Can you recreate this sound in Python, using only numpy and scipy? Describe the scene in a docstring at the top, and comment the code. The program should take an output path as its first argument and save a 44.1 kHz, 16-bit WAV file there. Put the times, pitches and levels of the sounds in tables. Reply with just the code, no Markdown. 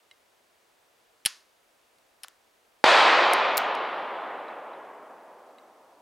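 """An open grass range ringed by woods. A revolver close by is dry-snapped, opened and cocked: each impact
excites the modes of its steel and echoes faintly from berm and tree line. Between the clicks one shot
goes off out of sight; its blast overloads the recorder, then rolls away as sound scattered by the trees,
losing its treble first to absorption in the air. Dull ticks, far rumble and microphone hiss lie below."""
import sys
import numpy as np
from scipy import signal
from scipy.io import wavfile
from scipy.ndimage import uniform_filter1d, minimum_filter1d

SR = 44100
rng = np.random.default_rng(int(sys.argv[2]) if len(sys.argv) > 2 else 0)


def transcribe(u):
    """Save the signal u as a 16-bit wav file named by the first command-line argument.

    u: samples, shape (n,) or (channels, n), limited to [-1, 1]; the rate is SR.
    q: integer samples, one column per channel.
    """
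    v = np.clip(np.atleast_2d(u).T, -1, 1)
    q = np.round(v * 32767).astype(np.int16)
    wavfile.write(sys.argv[1], SR, q)


N = 265393


def blast():
    """A blast wave arrives as a few brief pressure pulses, each a suction and then a push."""
    # first arrivals: start_s, level_db, length_ms
    arrivals = [(2.8402, 0, 0.71), (2.8411, -1.2, 1.27), (2.8435, 1, 0.92), (2.8446, -14.5, 1.6)]
    out = np.zeros((2, N))
    for start_s, level_db, length_ms in arrivals:
        phase = np.linspace(0, 1, round(length_ms * SR / 1000))
        pulse = -np.sin(2 * np.pi * phase) * np.sin(np.pi * phase) ** .5
        add(out, start_s, from_db(level_db) * pulse)
    return band(out, 150, 11000)


def roll(start_s=2.8403):
    """Atmospheric absorption: later echoes of the shot have crossed more air and carry less treble."""
    # spectral density just after the shot: frequency_hz, relative_db
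    spectrum = [(50, -75), (90, -61.5), (130, -40), (200, -26), (350, -12.5), (620, -2), (1000, 0.5),
                (1550, -4.5), (2600, -7), (4200, -11), (5600, -23.5), (8000, -29), (11500, -43),
                (16000, -64)]
    # loss added to the overall fade (negative slows it): frequency_hz, loss_db_per_s
    air_loss = [(100, -4.5), (250, -5), (500, -2.5), (800, -1.04), (1400, 1.5), (2400, 5.5), (3300, 8),
                (4300, 14.5), (5400, 16), (7000, 27), (10000, 47), (16000, 57)]
    # likeness of left and right: frequency_hz, correlation
    coherence = [(60, 0.39), (130, 1), (290, 1.0), (640, 1), (1410, 0.98), (3100, 0.96), (6820, 0.91),
                 (15000, 0.53)]
    t = np.arange(N - round(start_s * SR)) / SR
    echoes = banded_noise(len(t), spectrum, coherence, flicker_db=.7, loss=air_loss, bands=40)
    out = np.zeros((2, N))
    add(out, start_s, scattering_envelope(t) * echoes)
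    return out


def scattering_envelope(t):
    """Scattering returns in order of path length: near ground, a lull, the tree line, the far woods."""
    ground = from_db(-7 - 60 * t / .026)
    lull = from_db(-20)
    swell = np.clip((t - .012) / .016, 0, 1)   # the tree line answers after 12 ms
    hold_s, ease_s, near_db_per_s, far_db_per_s = .089, .21, 21.5, 12.5
    fading_s = np.maximum(t - hold_s, 0)
    eased_s = np.hypot(fading_s, ease_s) - ease_s   # the near fade sets in gradually
    near = from_db(-16.5 - near_db_per_s * eased_s)
    far = from_db(-20.5 - far_db_per_s * fading_s)
    lift = from_db(1.4 * np.exp(-((t - 1.76) / .4) ** 2))   # the roll swells slightly as it fades
    woods = np.hypot(near, far) * lift
    return np.hypot(ground, swell * woods + (1 - swell) * lull)


def revolver():
    """Impact excitation: every contact rings the same steel modes, coloured by the part that is struck."""
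    # steel meeting steel: start_s, peak_db, rattle_ms, part
    contacts = [(1.2513, -17, .9, "hammer"), (1.2574, -15, 0.48, "sear"), (1.2583, -33, .9, "sear"),
                (1.2595, -4, 1.3, "hammer"), (1.265, -18, 0.37, "frame"), (1.2665, -15.5, 0.79, "frame"),
                (1.2683, -21, 5.6, "frame"), (1.984, -56, 1.2, "frame"), (2.233, -29.5, 3, "latch"),
                (2.2345, -29, 2.5, "latch"), (2.239, -34, 2.1, "latch"), (2.2425, -35, 2.2, "cylinder"),
                (2.246, -33.5, 1.7, "cylinder"), (2.2832, -30.5, 0.26, "stop"), (3.3313, -31, 0.93, "pawl"),
                (3.3346, -13.5, 1.32, "pawl"), (3.3381, -25, 2.3, "pawl"), (3.5708, -15, 1.2, "pawl"),
                (3.5742, -14, .8, "pawl"), (3.5784, -6.5, .6, "ratchet"), (3.585, -22, 1.4, "ratchet"),
                (3.7512, -30, 1, "stop"), (3.8988, -57, 1.2, "pawl")]
    # modes of frame and cylinder: pitch_hz, level_db, free_t60_s
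    steel_modes = [(943, -18.5, .008), (1760, -2, 0.018), (2460, -12.5, .006), (3252, 2, 0.0075),
                   (3720, -4.5, .005), (4430, 4, 0.0093), (5030, 4.5, 0.0055), (7166, -1, .006),
                   (8550, -0.5, .006), (8960, 1, 0.011), (10940, -1, 0.02), (10680, 0.5, 0.0041),
                   (13150, -8.5, 0.0045), (13500, -8, 0.0045), (15000, -13, 0.0018), (16500, -16, .004)]
    # per part, colour against the mids: body_db, treble_db, top_db; then left_minus_right_db, t60_ratio
    parts = {"hammer": (-20, 2, -11, -.5, .75), "sear": (-6, 11, -3, 0.1, .45),
             "frame": (-4, -2.5, -12, .3, .5), "latch": (-11, 1, -20, 2.9, .4),
             "cylinder": (7, -5.5, -20, .6, .4), "stop": (-4, -3, -8, 2.4, .18),
             "pawl": (-5, 7, 4, 1.5, .24), "ratchet": (-12, 5, 13, .5, .25)}
    out = np.zeros((2, N))
    for start_s, peak_db, rattle_ms, part in contacts:
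        body_db, treble_db, top_db, pan_db, t60_ratio = parts[part]
        click = struck(steel_modes, peak_db, rattle_ms, t60_ratio, (body_db, 0, treble_db, top_db))
        add(out, start_s, click * from_db([[pan_db / 2], [-pan_db / 2]]))
    return out


def struck(modes, peak_db, rattle_ms, t60_ratio, colour_db):
    """Modal superposition: a rattle of micro-impacts drives the modes; damping shortens their ring."""
    # body, mid, treble and top ranges: low_hz, high_hz
    ranges = [(750, 2000), (2000, 6200), (6200, 12300), (12300, 19000)]
    t = np.arange(2600) / SR
    attack = np.minimum(t * 4000, 1)
    rattle = rng.standard_normal(len(t)) * np.exp(-t * 1000 / rattle_ms) * attack
    spread_db = rng.normal(0, 1, len(modes))
    rings = sum(from_db(level_db + chance_db) * ring(rattle, pitch_hz, t60_s * t60_ratio)
                for (pitch_hz, level_db, t60_s), chance_db in zip(modes, spread_db))
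    sound = sum(from_db(db) * band(rings, *edges) for db, edges in zip(colour_db, ranges))
    return from_db(peak_db) * sound / np.abs(sound).max()


def thumps():
    """A smooth one-sided pulse is rich in bass: a brief low thump sounds under the two loudest clicks."""
    # pulses: start_s, peak_db, length_ms
    pulses = [(1.2603, -25.5, 0.94), (3.5793, -42, 1.55)]
    out = np.zeros((2, N))
    for start_s, peak_db, length_ms in pulses:
        add(out, start_s, from_db(peak_db) * np.hanning(round(length_ms * SR / 1000)))
    return out


def ticks():
    """Light impacts nearby excite damped modes, heard as faint dull ticks."""
    # impacts: start_s, peak_db
    impacts = [(0.112, -41), (4.4826, -43.5), (4.7336, -53), (5.584, -43.5)]
    # resonances: pitch_hz, level_db, t60_s
    modes = [(1800, -16, .012), (2100, -6.5, 0.053), (2940, -6, 0.021), (3300, -5.5, .01),
             (3890, 3.5, 0.027), (5500, -18, 0.0092), (7740, -7, 0.014)]
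    out = np.zeros((2, N))
    for start_s, peak_db in impacts:
        tick = struck(modes, peak_db, rattle_ms=.45, t60_ratio=1, colour_db=(-3.5, 0, -4, -25))
        add(out, start_s, tick)
    return out


def click_echo(clicks):
    """Diffuse reflection: countless returns blur into noise whose power follows the clicks and decays."""
    # echo from berm and tree line: low_hz, high_hz, gain_db, t60_s
    echo_bands = [(1000, 1900, -28.5, .4), (1900, 5300, -38.5, 0.34), (4580, 7100, -36.5, 0.32),
                  (7800, 11300, -48.5, 0.34), (12040, 16000, -46, .15)]
    scatter = rng.standard_normal(N) + .24 * rng.standard_normal((2, N))
    rise = np.exp(-1 / (.003 * SR))   # the returns build up over 3 ms
    out = np.zeros((2, N))
    for low_hz, high_hz, gain_db, t60_s in echo_bands:
        click_power = band(clicks.mean(axis=0) + 1e-9, low_hz, high_hz) ** 2
        decay = from_db(-120 / (t60_s * SR))
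        echo_power = signal.lfilter([1 - rise], np.convolve([1, -rise], [1, -decay]), click_power)
        scatter = np.roll(scatter, SR // 2, axis=1)   # unrelated noise for each band
        out += from_db(gain_db) * np.sqrt(np.maximum(echo_power, 0)) * band(scatter, low_hz, high_hz)
    return out


def noise_floor():
    """Far rumble and microphone hiss sum to a nearly stationary broadband noise."""
    # spectral density: frequency_hz, relative_db
    spectrum = [(20, -11.5), (58, -13.5), (95, -10.5), (154, -14.5), (350, -4.5), (600, -1), (900, -3),
                (1550, -7), (3000, -10), (6000, -16), (10000, -18), (14000, -22.5), (15800, -21.5),
                (16600, -47.5)]
    # likeness of left and right: frequency_hz, correlation
    coherence = [(60, 0.11), (130, 0.26), (290, 0.57), (640, 0.35), (1410, 0.31), (3100, 0.5), (6820, 0.85),
                 (15000, 0.87)]
    return from_db(-65.5) * banded_noise(N, spectrum, coherence, flicker_db=.14)


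def banded_noise(length, spectrum, coherence, flicker_db, loss=((1, 0), (2, 0)), bands=26):
    """Incoherent bands add in power: stereo noise starting near rms 1, each band with its own loss rate."""
    out, power, t = 0, 0, np.arange(length) / SR
    edges = np.geomspace(spectrum[0][0], 18000, bands + 1)
    white = rng.standard_normal((2, 2, length))   # neighbouring bands get unrelated noise
    for k, (low_hz, high_hz) in enumerate(zip(edges, edges[1:])):
        mid, side = band(white[k % 2], low_hz, high_hz)
        centre_hz = np.sqrt(low_hz * high_hz)
        level_db = at_hz(spectrum, centre_hz)
        correlation = at_hz(coherence, centre_hz)
        gain = from_db(level_db - at_hz(loss, centre_hz) * t + flicker_db * drift(7.1)[:length])
        stereo = np.sqrt(1 + correlation) * mid + np.sqrt(1 - correlation) * side * [[1], [-1]]
        out += gain * stereo
        power += 2 * from_db(2 * level_db) * np.mean(mid ** 2)
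    return out / np.sqrt(power)


def drift(corner_hz):
    """Low-passed noise wanders slowly, with a standard deviation of 1."""
    step, settle = 40, 2000
    pole = np.exp(-2 * np.pi * corner_hz * step / SR)
    white = rng.standard_normal(N // step + settle + 2)
    slow = signal.lfilter([1], [1, -2 * pole, pole * pole], white)[settle:]
    return np.interp(np.arange(N) / step, np.arange(len(slow)), slow / slow.std())


def ring(drive, pitch_hz, t60_s):
    """A damped harmonic oscillator answers a unit impulse with a decaying sine of height 1."""
    decay, angle = from_db(-60 / (t60_s * SR)), 2 * np.pi * pitch_hz / SR
    return signal.lfilter([0, np.sin(angle)], [1, -2 * decay * np.cos(angle), decay * decay], drive)


def band(x, low_hz, high_hz):
    """Third-order band-pass filter."""
    return signal.sosfilt(signal.butter(3, [low_hz, high_hz], "band", fs=SR, output="sos"), x)


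def at_hz(points, hz):
    """Interpolation of a table along a logarithmic frequency axis."""
    frequencies_hz, values = np.transpose(points)
    return np.interp(np.log(hz), np.log(frequencies_hz), values)


def from_db(db):
    """Decibels to amplitude ratio."""
    return 10 ** (np.asarray(db) / 20)


def add(out, start_s, sound):
    """Superpose a sound on the stereo track."""
    start = round(start_s * SR)
    out[:, start:start + sound.shape[-1]] += sound


def scene():
    """Linear superposition: the pressures of shot, clicks, echoes and background add."""
    clicks = revolver() + ticks()
    return noise_floor() + clicks + thumps() + click_echo(clicks) + blast() + roll()


def record(dry):
    """Overload: a fast limiter ducks small overshoots, larger ones clip; bass is spared, the top is cut."""
    ceiling, depth_db, window_s, spared_hz, cutoff_hz = .52, -1.5, .0008, 149.8, 17150
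    window = round(window_s * SR)
    needed_gain = np.clip(ceiling / (np.abs(dry) + 1e-9), from_db(depth_db), 1)
    held_gain = minimum_filter1d(needed_gain, size=2 * window + 1)
    gain = uniform_filter1d(uniform_filter1d(held_gain, size=window), size=window)
    excess = dry - np.clip(gain * dry, -ceiling, ceiling)
    limited = dry - signal.sosfilt(signal.butter(3, spared_hz, "high", fs=SR, output="sos"), excess)
    return signal.sosfilt(signal.cheby2(12, 70, cutoff_hz, fs=SR, output="sos"), limited)


dry = scene()
out = record(dry)
transcribe(out)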